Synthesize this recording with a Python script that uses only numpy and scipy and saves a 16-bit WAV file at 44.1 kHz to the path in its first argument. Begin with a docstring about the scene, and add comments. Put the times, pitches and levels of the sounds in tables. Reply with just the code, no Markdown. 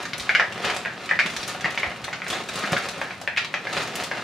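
"""Film rustles and cereal slides over a low steady hum, while clumps land throughout with short knocks.
Coated cereal is shaken out of a large plastic bag into a plastic bowl on a kitchen counter.
Knocks are band-passed impulses with a noise crunch; creases and scuffs are dying noise bursts.
Sliding and rustling are coloured random clicks, swelling with each shake over a thin trickle.
A small hard kitchen, built of decaying stereo noise, answers every sound but the hum."""
import sys
import numpy as np
from scipy import signal
from scipy.fft import rfft, irfft
from scipy.io import wavfile

SR = 44100
rng = np.random.default_rng(int(sys.argv[2]) if len(sys.argv) > 2 else 0)


def to_wav(s):
    """Save 16-bit WAV."""
    ch = np.atleast_2d(s).T  # columns
    pcm = np.round(np.clip(ch, -1, 1) * 32767)  # PCM
    wavfile.write(sys.argv[1], SR, pcm.astype(np.int16))


N = 186661
TIME_S = np.arange(N) / SR

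# Clumps landing in the bowl. Each row: start in seconds, ring level in dB, ring centre in Hz,
# crust level in dB and bowl level in dB (both against the ring, before a common trim), ring width in octaves.
KNOCKS = [(0.293, -4, 1880, -20, -15.5, 0.56), (0.35, -2, 1900, -17, -17, 0.76),
          (0.397, -3, 1670, -18.5, -10.5, 0.54), (0.6985, -16, 1920, -16, -7, 0.49),
          (0.8508, -16.5, 2010, -33, -12, 0.53), (0.8583, -13.5, 1660, -29.5, -9, 0.53),
          (1.092, -14, 2060, -13, -20, 0.71), (1.1114, -6.5, 1790, -31, -15.5, 0.37),
          (1.1903, -4.5, 1840, -18, -19, .5), (1.1965, -5.5, 2030, -19.5, -19, 0.46),
          (1.2017, -13, 1980, -23, -13, 1.6), (1.2625, -13.5, 2060, -23, -8.5, 0.97),
          (1.6444, -10.5, 1830, -19, -16.5, 0.39), (1.658, -12, 2100, -23, -8, 0.54),
          (1.7755, -11, 2110, -11.5, -15.5, 0.37), (1.832, -9, 1890, -28, -11.5, 0.55),
          (2.0806, -21.5, 1690, -21, -1.5, 0.59), (2.129, -20.5, 2260, -1, -6, 0.53),
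          (2.219, -16.5, 1820, -34, -15, 0.63), (2.266, -18, 1840, -11, -8, 0.73),
          (2.638, -15.5, 1590, -9, -28, 0.69), (2.7661, -10.5, 1730, -11, -20, 0.58),
          (3.015, -13, 1720, -38, -3.5, 0.64), (3.108, -19.5, 1850, -17, -11.5, 0.67),
          (3.2145, -21, 1880, -4, 4, 4.2), (3.276, -9, 1960, -39, -12, 0.64),
          (3.364, -16, 2100, -27, -25, 0.86), (3.3727, -8.5, 2110, -8.5, -14.5, 0.94),
          (3.3781, -7, 2270, -12, -13.5, 0.86), (3.5406, -8.5, 1850, -15.5, -12, .75),
          (3.6702, -16.5, 1870, -17, -12, 0.42), (4.114, -14, 1620, -19, -6, 0.63)]
# Creases of the bag snapping through. Each row: start in seconds, level in dB before a common trim,
# brightness in dB before a common treble lift.
CREASES = [(0.0535, -13, -15), (0.1333, -11.5, -17.5), (0.18, -24.5, 7.5), (0.198, -11.5, -13),
           (0.524, -19.5, -9), (0.649, -10, -9.5), (0.7003, -10, -13), (0.7642, -13.5, -4.5),
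           (1.261, -14.5, -6.5), (1.3015, -22, -5), (1.365, -12, -6.5), (1.4305, -13, -11), (1.478, -20, 7),
           (1.609, -17.5, -9), (1.7056, -20.5, -6), (2.0424, -14, -8), (2.2819, -18.5, 1.5),
           (2.3021, -12.5, -4), (2.33, -13, -22), (2.488, -14, -12), (2.5566, -14, -4.5), (2.5897, -21, 1),
           (2.8874, -11.5, -8.5), (3.447, -12, -17), (3.7293, -11.5, -12.5), (3.775, -10.5, -26),
           (3.9552, -15.5, 3.5), (4.0372, -13.5, -3.5)]
# Slack bag and bowl bumped by the hands. Each row: start in seconds, level in dB before trims, sway in Hz.
THUMPS = [(0.554, -28, 203), (1.253, -24, 218), (1.643, -27.5, 167), (1.864, -33.5, 76.8), (2.028, -39, 88),
          (2.637, -24.5, 209), (2.719, -18, 162), (3.947, -32, 220), (4.108, -35, 220)]
# Shakes and squeezes of the bag. Each row: peak time in seconds, rise in seconds, fall in seconds,
# sliding cereal in dB, crinkling film in dB (both before layer trims).
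SHAKES = [(0.0, .03, 0.05, -36.5, -46), (0.205, 0.0054, 0.07, -57, -42), (0.663, 0.056, 0.076, -28.5, -41),
          (1.05, 0.057, 0.028, -41, -47.5), (1.41, 0.12, 0.047, -42.5, -43),
          (1.491, 0.012, 0.028, -30.5, -35.5), (1.64, 0.044, 0.31, -41, -55),
          (2.335, 0.053, 0.052, -31.5, -39), (2.41, 0.046, 0.014, -34, -44),
          (2.58, 0.082, 0.064, -33.5, -40.5), (2.65, .03, 0.058, -32.5, -47),
          (2.729, 0.019, 0.046, -27, -38), (2.849, 0.044, 0.027, -35.5, -41.5), (3.0, .05, 0.19, -56, -52),
          (3.77, 0.058, .11, -31.5, -39.5), (4.001, .07, 0.056, -36.5, -42.5),
          (4.17, 0.053, 0.27, -37.5, -47.5)]
# Thin trickle of pieces between the shakes. Each row: time in seconds, level in dB before layer trims.
TRICKLE = [(0.0, -45), (0.3, -42), (0.9, -43.5), (1.85, -41), (2.2, -48), (2.47, -53), (3.02, -38.5),
           (3.3, -55), (3.65, -44), (4.23, -43)]

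# Colour of the crunching crust. Each row: frequency in Hz, gain in dB.
CRUST_COLOUR = [(500, -27), (1500, 12.5), (3200, 7.5), (4500, 5.5), (6000, -1), (10000, -25.5),
                (16000, -36)]
# Colour of snapping film. Each row: frequency in Hz, gain in dB.
FILM_COLOUR = [(150, 1.5), (600, -18.5), (1500, 1.5), (3500, -4), (6000, -5), (10000, -11), (16000, -27)]
# Colour of sliding cereal. Each row: frequency in Hz, gain in dB.
SLIDE_COLOUR = [(150, -24), (330, -1), (620, -0.5), (900, -1.5), (1500, -0.5), (2600, -4), (4000, -11),
                (7000, -26.5), (16000, -49)]
# Colour of scraping film. Each row: frequency in Hz, gain in dB.
SCRAPE_COLOUR = [(500, -24), (2000, -8.5), (4000, 6.5), (6000, -0.5), (9000, -7.5), (12000, -16),
                 (16000, -35)]
# Colour of the bag flexing as a whole. Each row: frequency in Hz, gain in dB.
FLEX_COLOUR = [(30, -32), (70, -25), (120, -3), (165, 0), (212, 1), (290, -7.5), (500, -28), (2000, -52)]
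# Colour of the struck bowl. Each row: frequency in Hz, gain in dB.
BOWL_COLOUR = [(80, -9), (200, -18), (450, -3.5), (650, 4.5), (1100, 1.5), (1800, -11), (5000, -41)]
# Colour of the hum. Each row: frequency in Hz, gain in dB.
HUM_COLOUR = [(20, -15), (38, -30), (70, -7), (125, 2), (210, 1.5), (310, -7), (650, -5.5), (1500, -15.5),
              (4000, -22.5), (8000, -34), (15000, -40)]
# Side against mid in diffuse sound. Each row: frequency in Hz, gain in dB.
WIDTH = [(50, -12.5), (200, -11), (500, -13), (1000, -11.5), (2000, -6.5), (4000, -5), (8000, -0.5),
         (13000, 3.5)]
# Colour of the bag scuffing the bowl. Each row: frequency in Hz, gain in dB.
SCUFF_COLOUR = [(50, -28), (130, 8.5), (260, 15), (600, -3), (2000, -31)]
# Colour of the reflections. Each row: frequency in Hz, gain in dB.
WALL_COLOUR = [(200, 1.1), (600, 7.2), (2000, 3.9), (6000, 5.5), (14000, 1.2)]


def undb(db):
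    """Decibels to gain."""
    return 10 ** (np.asarray(db) / 20)


def level(x, rms_db):
    """Set the rms level."""
    return x * undb(rms_db) / np.sqrt(np.mean(x ** 2))


def colour(x, points, size=2048):
    """Minimum-phase filter through (Hz, dB) points, by folding the cepstrum."""
    hz, db = np.transpose(points)
    bins_hz = np.fft.rfftfreq(size, 1 / SR)
    gain = undb(np.interp(np.log(bins_hz + 1), np.log(hz), db))
    cepstrum = irfft(np.log(gain))
    cepstrum[1:size // 2] *= 2
    cepstrum[size // 2 + 1:] = 0
    response = irfft(np.exp(rfft(cepstrum)))
    return signal.fftconvolve(x, response)[:len(x)]


def fade(t_s, t60_s):
    """Exponential decay, 60 dB in t60_s."""
    return np.exp(-np.log(1000) * t_s / t60_s)


def add(track, start_s, sound):
    """Mix a sound in at a time."""
    start = int(np.clip(start_s * SR, 0, N - 1))
    track[start:start + len(sound)] += sound[:N - start]


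def clicks(rate_hz, scatter_db):
    """Random impulses of either sign, uneven in size."""
    chance, size, sign = rng.random(N), rng.standard_normal(N), rng.choice([-1, 1], N)
    return (chance < rate_hz / SR) * sign * undb(scatter_db * np.clip(size, -2, 2))


def crunch(t_s, t60_s):
    """Dying burst of tiny fractures, of unit energy."""
    burst = rng.standard_normal(len(t_s)) * fade(t_s, t60_s)
    return burst / np.sqrt(np.sum(burst ** 2))


def stereo_noise(size):
    """Diffuse noise, nearly alike in the bass and spreading wide in the treble."""
    mid = rng.standard_normal(size)
    side = colour(rng.standard_normal(size), WIDTH)
    return np.array([mid + side, mid - side])


def kitchen(x, near_db, tiles_db, far_db=0.5, near_t60_s=0.043, far_t60_s=0.3):
    """Bowl, counter and tiles reflect within milliseconds; the room rings on behind them."""
    t_s = TIME_S[:SR // 3]
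    near_onset = np.clip(t_s / 0.0011 - .4, 0, 1)
    far_onset = np.clip(t_s / 0.0049 - .5, 0, 1)
    near = undb(near_db) * fade(t_s, near_t60_s) * near_onset / np.sqrt(near_t60_s)
    far = undb(far_db) * fade(t_s, far_t60_s) * far_onset / np.sqrt(far_t60_s)
    response = stereo_noise(len(t_s)) * np.hypot(near, far) * np.sqrt(np.log(1000) / SR)
    response[:, int(.0055 * SR)] += undb(tiles_db)  # one distinct reflection, 5.5 ms late
    echoes = [signal.fftconvolve(x, colour(side, WALL_COLOUR))[:len(x)] for side in response]
    return x + np.array(echoes)


def steady_hum(hum_db=-46.5):
    """Low steady hum: diffuse noise, strongest around 100 to 200 Hz."""
    hum = np.array([colour(side, HUM_COLOUR) for side in stereo_noise(N)])
    return level(hum, hum_db)


def thumps(rise_s=0.0029, cycles=9, thump_db=3.5, scuff_t60_s=0.072, scuff_db=20.5):
    """Soft pushes move the whole bag for a few slow cycles and scuff it against the bowl."""
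    track, t_s = np.zeros(N), TIME_S[:SR // 4]
    for start_s, db, hz in THUMPS:
        swell = (1 - np.exp(-t_s / rise_s)) * fade(t_s, cycles / hz)
        sway = swell * np.sin(2 * np.pi * hz * t_s)
        scuff = colour(crunch(t_s, scuff_t60_s), SCUFF_COLOUR)
        add(track, start_s, undb(db) * (undb(thump_db) * sway + undb(scuff_db) * scuff))
    return track


def shaking(trickle_film_db=-13):
    """Levels in dB of sliding cereal and film: shakes swell and die exponentially over the trickle."""
    slide = undb(np.interp(TIME_S, *np.transpose(TRICKLE)))
    film = slide * undb(trickle_film_db)  # film stirred by the trickle
    for peak_s, rise_s, fall_s, slide_db, film_db in SHAKES:
        swell = np.exp(-np.abs(TIME_S - peak_s) / np.where(TIME_S < peak_s, rise_s, fall_s))
        slide = np.hypot(slide, undb(slide_db) * swell)
        film = np.hypot(film, undb(film_db) * swell)
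    return 20 * np.log10([slide, film])


def rustle(cluster_t60_s=0.027, flex_follows=0.5):
    """Pieces slide and patter down the film, which scrapes, crinkles in clusters and flexes as a whole."""
    slide_db, film_db = shaking()
    slide = level(colour(clicks(rate_hz=2800, scatter_db=5.5), SLIDE_COLOUR), 0.017)
    patter = level(colour(clicks(rate_hz=140, scatter_db=6), SLIDE_COLOUR), -2.5)
    scrape = level(colour(clicks(rate_hz=2500, scatter_db=1), SCRAPE_COLOUR), -0.7)

    cluster_starts = np.abs(clicks(rate_hz=42, scatter_db=3.5))
    clusters = signal.fftconvolve(cluster_starts, fade(TIME_S[:SR // 10], cluster_t60_s))[:N]
    crinkle = level(colour(clusters * clicks(rate_hz=4000, scatter_db=5.5), FILM_COLOUR), -1.5)

    flex = level(colour(clicks(rate_hz=1200, scatter_db=-0.5), FLEX_COLOUR), -26.0)
    return [
        slide * undb(slide_db),
        patter * undb(slide_db),
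        (scrape + crinkle) * undb(film_db),
        flex * undb(flex_follows * slide_db),  # half the slide's swing in dB
    ]


def creases(snap_db=10.5, run_t60_s=0.028, facet_hz=3860, facet_scatter_octaves=0.19,
            ring_share=0.13, ring_t60_s=0.0023):
    """A crease gives one sharp snap and a run of smaller ones; a facet of film rings with them."""
    heard, t_s = np.zeros((2, N)), TIME_S[:SR // 3]
    for start_s, db, bright_db in CREASES:
        run = crunch(t_s, run_t60_s)
        run[0] += .8  # the first sharp snap
        hz = facet_hz * 2 ** (facet_scatter_octaves * rng.standard_normal())
        facet = ring_share * fade(t_s, ring_t60_s) * np.cos(2 * np.pi * hz * t_s)
        ringing = signal.fftconvolve(run, facet)[:len(t_s)]
        snap = colour(run + ringing, FILM_COLOUR)
        snap = undb(db + snap_db) * colour(snap, [(4000, 0), (10000, bright_db + 4)])
        # each crease lies elsewhere on the bag: own echoes
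        echoed = kitchen(snap, near_db=-0.5, tiles_db=-9.0, far_db=0.0)
        for track, side in zip(heard, echoed):
            add(track, start_s, side)
    return heard


def knocks(rebound_s=0.001199, rebound_db=-6, crush_t60_s=0.022, crush_rise_s=0.0022,
           ring_db=0, crust_db=4, bowl_db=1):
    """Each clump lands, tips over and rings for a few cycles; its crust crunches and the bowl takes the blow."""
    heard, t_s = np.zeros((2, N)), TIME_S[:SR // 3]
    blow = signal.unit_impulse(len(t_s))
    bowl = colour(blow, BOWL_COLOUR)
    for start_s, db, hz, tick_db, body_db, octaves in KNOCKS:
        # two coupled resonances: a flat-topped band that swells over the first cycle
        edges_hz = hz * 2 ** (octaves * np.array([-.5, .5]))
        band = signal.butter(2, edges_hz, "band", fs=SR, output="sos")
        ring = signal.sosfilt(band, blow + 1e-18)  # tiny offset avoids denormals
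        ring *= undb(ring_db) / np.abs(ring).max()
        rebound = undb(rebound_db) * ring[:len(t_s) // 2]
        add(ring, rebound_s * rng.uniform(.7, 1.585), rebound)

        crush = crunch(t_s, crush_t60_s) * (1 - np.exp(-t_s / crush_rise_s))
        crust = level(colour(crush, CRUST_COLOUR), crust_db + tick_db)
        contact = ring.std() * (crust + level(bowl, bowl_db + body_db))
        # each clump lands elsewhere in the bowl: own echoes
        echoed = kitchen(undb(db) * (ring + contact), near_db=-3, tiles_db=-14)
        for track, side in zip(heard, echoed):
            add(track, start_s, side)
    return heard


def scene():
    """Each source has its own place in the kitchen, and so its own echoes; a steady hum lies underneath."""
    layers = [*rustle(), thumps()]
    handling = sum(kitchen(layer, near_db=-3.5, tiles_db=-22.5, far_db=-4.5) for layer in layers)
    return steady_hum() + handling + creases() + knocks()


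def record(dry, left_db=0.2, bass_hz=52, top_hz=15650):
    """Lean slightly left, cut the deepest bass and the top."""
    lean = undb([[left_db], [-left_db]])
    high_pass = signal.butter(4, bass_hz, "high", fs=SR, output="sos")
    low_pass = signal.ellip(10, .2, 70, top_hz, fs=SR, output="sos")  # 0.2 dB ripple, 70 dB stop
    thin = signal.sosfilt(high_pass, dry * lean)
    return signal.sosfilt(low_pass, thin)


dry = scene()
out = record(dry)
to_wav(out)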